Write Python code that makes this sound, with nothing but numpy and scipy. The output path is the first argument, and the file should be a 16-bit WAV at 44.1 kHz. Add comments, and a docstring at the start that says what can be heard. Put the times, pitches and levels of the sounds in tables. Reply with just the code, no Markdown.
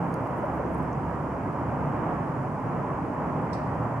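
"""A marmot shifts on dry leaf litter on a wooded slope: leaves tick and crackle, its body bumps the
ground, and a twig rings as its fibres break. Near the end a small animal off to the right gives one
sharp chirp, a falling whistle shaped by its throat, which echoes from the left and scatters in the trees.
Far off are the low rush of traffic or wind and a few brief engine drones.
Under it all lies the faint hiss of the stereo microphones."""
import sys
import numpy as np
from scipy import signal
from scipy.fft import rfft, irfft
from scipy.io import wavfile
from scipy.ndimage import uniform_filter1d

SR = 44100
rng = np.random.default_rng(int(sys.argv[2]) if len(sys.argv) > 2 else 0)


def wav_record(signal):
    """Record a signal, one row per channel, as 16-bit PCM in the file named by sys.argv[1]."""
    frames = np.transpose(np.atleast_2d(signal))
    bounded = np.clip(frames, -1, 1)
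    # unit amplitude maps onto the largest positive 16-bit level
    quanta = np.round(bounded * 32767).astype(np.int16)
    wavfile.write(sys.argv[1], SR, quanta)


N = 176400

# leaves and twigs ticking under the marmot: t/s, level/dB, f/Hz, width/octaves
LEAF_TICKS = [(.1285, -57, 10300, .2), (.161, -57, 10000, .4), (.2718, -51, 8500, .6),
              (.282, -59, 12000, .2), (.413, -58, 7000, .5), (.455, -58, 10500, .3),
              (.558, -56, 12000, .25), (.575, -55, 10500, .25), (.6615, -57, 6100, .1),
              (.6823, -56, 7000, .7), (.7475, -46, 9200, .2), (.7815, -56, 11500, .3),
              (.829, -51, 8700, .4), (0.9305, -48, 5830, 0.13), (1.2256, -58, 13000, .12)]
# its body on the ground: t/s, level/dB, f/Hz
BODY_BUMPS = [(.436, -21, 540), (.596, -20, 525), (.648, -25.5, 387)]
# rustles in the litter: centre t/s, half length/s, level/dB
LEAF_RUSTLES = [(.1, .12, -76), (.29, .03, -78), (.378, .018, -71.5), (.46, .07, -79), (.56, .018, -72),
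                (.735, .025, -74), (.785, .006, -71), (.82, .04, -78)]
# resonances of the twig's wood: f/Hz, width/Hz, level/dB
WOOD_MODES = [(5000, 830, -3), (6490, 850, -1), (9500, 1100, 3), (11900, 700, -16), (14100, 640, -8)]
LITTER_LIKENESS, LITTER_PAN_DB = 0.61, -3  # at the microphones, a little to the right

# resonances of the small caller's throat: f/Hz, gain/dB
THROAT_COLOUR = [(2000, -23), (3100, -8), (3800, 0), (4800, -0.5), (5400, -2), (5850, 4), (6450, -14),
                 (7400, -3), (8700, -1), (9400, -17), (13000, -27)]
# the chirp's bright first echo: f/Hz, gain/dB
FIRST_ECHO_COLOUR = [(3500, -5), (6000, 0), (8500, 4)]
# scatter from the slope and the trees: delay/s, t60/s, level/dB
TREE_TAILS = [(.002, 0.108, -1.5), (0.017, .58, -3.5)]
# colour of that scatter: f/Hz, gain/dB
TREE_COLOUR = [(3500, 0), (4800, 1.5), (6000, -1), (8500, -2)]

# far engines: start t/s, length/s, f/Hz, level/dB
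ENGINE_NOTES = [(-.15, 0.32, 171.1, -30), (.44, 1.1, 72.06, -43), (1.5, 0.81, 72.4, -48),
                (2.85, 1.18, 70.7, -49.5), (3.707, .47, 121, -33)]
# spectrum of the distant rush: f/Hz, relative level/dB
RUSH_SPECTRUM = [(15, -31), (25, -25.5), (50, -23.5), (68, -10.5), (90, -9.5), (120, -1.64), (160, -0.1),
                 (200, -7.5), (260, -3.5), (390, -10.5), (600, -9.5), (1000, -9), (1200, -14), (1450, -20),
                 (2300, -32.5), (3050, -43), (3800, -60), (5500, -100)]
# brief swells in its rumble: centre t/s, half length/s, f/Hz, rise/dB
RUMBLE_SWELLS = [(0.282, 0.025, 145, 5), (0.735, 0.023, 155, 6.5), (0.832, 0.029, 155, 6),
                 (0.983, 0.015, 160, 7), (1.08, 0.018, 118, 6), (1.45, 0.014, 140, 7.5),
                 (1.643, 0.045, 137, 8.5), (1.848, 0.044, 150, 9.5), (2.092, .02, 155, 4.5),
                 (2.412, 0.026, 164, 6.5), (2.664, .025, 140, 5.5), (2.76, 0.018, 125, 5),
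                 (3.046, 0.015, 135, 8)]
# how alike the rush is at the two microphones: f/Hz, correlation
RUSH_LIKENESS = [(30, .94), (100, .96), (180, .96), (300, .93), (520, .87), (890, .79), (1520, .5),
                 (2600, .56)]
# its lean to the right: f/Hz, left minus right/dB
RUSH_BALANCE = [(60, -3), (91, -1.5), (140, -0.5), (210, -2), (320, -1), (490, -2), (740, -2.5), (1130, -1),
                (1710, -4.5), (2600, -2)]
# the microphones' own noise: f/Hz, relative level/dB
HISS_SPECTRUM = [(2500, -18), (3800, -5.5), (4700, 0.5), (7000, 0), (9300, -4), (10100, -3), (11200, -10.5),
                 (13400, -9.5), (15500, -20)]


def marmot_shifts(tick_decay_s=0.00071, tick_tail_s=.005, bump_decay_s=0.0045):
    """The marmot moves on the slope: dry leaves tick sharply and its body bumps softly on the ground."""
    out, t = np.zeros((2, N)), np.arange(4096) / SR
    lead_s = .012  # room for the band filter to ring ahead of each hit
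    age = np.maximum(t - lead_s, 0)
    tick = (t >= lead_s) * (np.exp(-age / tick_decay_s) + amp(-18) * np.exp(-age / tick_tail_s))
    for s, db, hz, octaves in LEAF_TICKS:
        add(out, s - lead_s, amp(db) * pan(LITTER_PAN_DB) * burst(tick, hz, octaves, LITTER_LIKENESS))
    bump = age * np.exp(-age / bump_decay_s)
    for s, db, hz in BODY_BUMPS:
        add(out, s - lead_s, amp(db) * burst(bump, hz, octaves=0.27, likeness=0.63))
    return out


def leaf_rustle(grains_per_s=1000):
    """The litter under the animal gives way in clumps of tiny, high crackles."""
    t = np.arange(N) / SR
    grains = pair(rng.standard_normal((2, N)), LITTER_LIKENESS) * (rng.random(N) < grains_per_s / SR)
    clumps = sum(amp(db) * hump(t - s, half) for s, half, db in LEAF_RUSTLES)
    return clumps * evened(band(grains, centre_hz=10500, octaves=0.33))


def twig_crack(start_s=.141, level_db=-39, fibre_decay_s=0.0011):
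    """A twig cracks just right of centre: a quick burst of breaking fibres rings the wood."""
    t, out = np.arange(SR // 20) / SR, np.zeros((2, N))
    fibres = pair(rng.standard_normal((2, len(t))), LITTER_LIKENESS) * amp(-16) * np.exp(-t / fibre_decay_s)
    fibres[:, 0] += 1  # the first break
    wood = sum(amp(db) * width * t * np.exp(-np.pi * width * t) * np.sin(2 * np.pi * hz * t)
               for hz, width, db in WOOD_MODES)
    crack = signal.fftconvolve(fibres, wood[None], axes=1)
    add(out, start_s, amp(level_db) * pan(LITTER_PAN_DB) * crack / abs(crack).max())
    return out


def chirp(length_s=.0095, from_hz=6400, to_hz=3400, roughness=.08, octave_late_s=.004, rasp_peak_s=.005):
    """A small throat shapes one fast-falling rough whistle, its octave and a rasp."""
    t = np.arange(SR // 20) / SR
    progress = np.clip(t / length_s, 0, 1)
    jitter = evened(uniform_filter1d(rng.standard_normal(len(t)), size=12))
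    pitch_hz = (from_hz + (to_hz - from_hz) * progress) * (1 + roughness * jitter)
    phase = 2 * np.pi * np.cumsum(pitch_hz) / SR
    envelope = np.sin(np.pi * progress)
    octave = np.roll(envelope * np.sin(2 * phase), round(octave_late_s * SR))
    whistle = coloured(envelope * np.sin(phase) + amp(-5) * octave, THROAT_COLOUR)
    rasp = evened(coloured(rng.standard_normal(len(t)), THROAT_COLOUR))
    rasp *= t / rasp_peak_s * np.exp(1 - t / rasp_peak_s)
    return whistle + amp(-9.5) * rasp


def caller_in_trees(start_s=3.529, left_late_s=.0003, echo_late_s=.0135):
    """The chirp reaches the right microphone first, bounces back from the left and scatters."""
    call, out = amp(-45) * chirp(), np.zeros((2, N))
    direct = np.array([np.roll(call, round(left_late_s * SR)), call])
    add(out, start_s, pan(-8) * direct)
    add(out, start_s + echo_late_s, amp(-12) * pan(10) * coloured(call, FIRST_ECHO_COLOUR))
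    add(out, start_s, tree_scatter(call))
    return out


def tree_scatter(call):
    """Dense near scatter and a longer tail, different at each microphone; leaves soak up the top."""
    t = np.arange(SR // 2) / SR
    tail = sum(amp(db) * evened(rng.standard_normal((2, len(t))) * (t > delay) * amp(-60 * t / t60))
               for delay, t60, db in TREE_TAILS)
    return coloured(signal.fftconvolve(call[None], tail / np.sqrt(len(t)), axes=1), TREE_COLOUR)


def far_engines(fade_s=0.11, waver=.015):
    """Engines a long way off, slightly right: low notes fade in, waver and fade out."""
    t, out = np.arange(N) / SR, np.zeros(N)
    for start, length, hz, db in ENGINE_NOTES:
        fade = np.clip(np.minimum(t - start, start + length - t) / fade_s, 0, 1)
        phase = 2 * np.pi * np.cumsum(hz * (1 + waver * drift(t, rate_hz=8.05))) / SR
        level = amp(db + 1.6 * drift(t, rate_hz=5.77))
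        out += level * fade * np.sqrt(2) * np.sin(phase)
    return out * pan(-2)


def distant_rush(level_db=-29, right_lead_s=.00004, frame=2048):
    """Traffic or wind in the distance: dull noise with drifting patches and a heaving low rumble."""
    hop = frame // 4
    t, hz = np.arange(N // hop + 5) * hop / SR, np.fft.rfftfreq(frame, 1 / SR)
    real, imag = rng.standard_normal((2, 2, len(t), len(hz)))
    spectra = pair(real + 1j * imag, read(RUSH_LIKENESS, hz))
    spectra[0] *= np.exp(-2j * np.pi * hz * right_lead_s)
    patches = uniform_filter1d(rng.standard_normal((len(t), len(hz))), size=8, axis=0)
    patch_db = 0.5 * evened(uniform_filter1d(patches, size=10, axis=1))
    wander_db = 0.8 * drift(t, rate_hz=3.73)[:, None]
    swell_db = sum(db * hump(t[:, None] - s, half) * bell(hz, centre, octaves=0.19)
                   for s, half, centre, db in RUMBLE_SWELLS)
    spectra *= amp(read(RUSH_SPECTRUM, hz) + patch_db + wander_db + swell_db)
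    balance_db = read(RUSH_BALANCE, hz)
    spectra *= amp(np.array([balance_db, -balance_db]) / 2)[:, None]
    _, rush = signal.istft(spectra.swapaxes(1, 2), nperseg=frame, noverlap=frame - hop)
    return amp(level_db) * evened(rush[:, :N])


def microphone_hiss(hiss_db=-68, whine_db=-93, whine_hz=12971):
    """The microphones' own even hiss and a faint electronic whine."""
    hiss = evened(coloured(pair(rng.standard_normal((2, N)), likeness=0.11), HISS_SPECTRUM))
    whine = np.sqrt(2) * np.sin(2 * np.pi * whine_hz * np.arange(N) / SR)
    return amp(hiss_db) * hiss + amp(whine_db) * whine


def amp(db):
    """Decibels to gain."""
    return 10 ** (np.asarray(db) / 20)


def evened(x):
    """Scales to an rms of 1."""
    return x / np.sqrt(np.mean(x ** 2) + 1e-20)


def read(points, hz):
    """Reads a table on a log-frequency axis."""
    f, value = np.transpose(points)
    return np.interp(np.log(hz + 1), np.log(f + 1), value)


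def add(mix, start_s, sound):
    """Lays a stereo sound into the mix."""
    part = mix[:, round(start_s * SR):][:, :sound.shape[1]]
    part += sound[:, :part.shape[1]]


def pan(db):
    """Gains at the two microphones for a level difference, left minus right."""
    return amp(np.array([[db], [-db]]) / 2)


def pair(noises, likeness):
    """Makes two unrelated noises partly alike, one for each microphone."""
    left, other = noises
    return np.array([left, likeness * left + np.sqrt(1 - likeness ** 2) * other])


def hump(offset, width):
    """A Gaussian curve, peak 1."""
    return np.exp(-.5 * (offset / width) ** 2)


def bell(hz, centre_hz, octaves):
    """A bell-shaped band on a log-frequency axis."""
    return hump(np.log2((hz + 1) / centre_hz), octaves)


def band(x, centre_hz, octaves):
    """Keeps one band of a sound."""
    size = x.shape[-1]
    return irfft(rfft(x) * bell(np.fft.rfftfreq(size, 1 / SR), centre_hz, octaves), size)


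def coloured(x, points):
    """Filters a sound by a table of f/Hz, gain/dB."""
    size = x.shape[-1]
    return irfft(rfft(x) * amp(read(points, np.fft.rfftfreq(size, 1 / SR))), size)


def burst(envelope, hz, octaves, likeness):
    """A stereo burst of noise in one band, peak 1."""
    noise = band(pair(rng.standard_normal((2, len(envelope))), likeness) * envelope, hz, octaves)
    return noise / abs(noise).max()


def drift(t, rate_hz):
    """Slow random wandering, rms 1."""
    rates = np.geomspace(rate_hz / 10, rate_hz, 20)
    return evened(sum(np.sin(2 * np.pi * (f * t + rng.random())) / np.sqrt(f) for f in rates))


def scene():
    """The wooded slope as it reaches the microphones."""
    distance = distant_rush() + far_engines()
    marmot = marmot_shifts() + leaf_rustle() + twig_crack()
    return marmot + caller_in_trees() + distance + microphone_hiss()


def record(dry, fade_s=.004, cutoff_hz=15750):
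    """Soft ends and the recorder's band limit."""
    t = np.arange(N) / SR
    fade = np.sin(np.pi / 2 * np.clip(np.minimum(t, t[-1] - t) / fade_s, 0, 1)) ** 2
    lowpass = signal.firwin(511, cutoff_hz, window=("kaiser", 9), fs=SR)
    return signal.oaconvolve(dry * fade, lowpass[None], "same")


dry = scene()
out = record(dry)
wav_record(out)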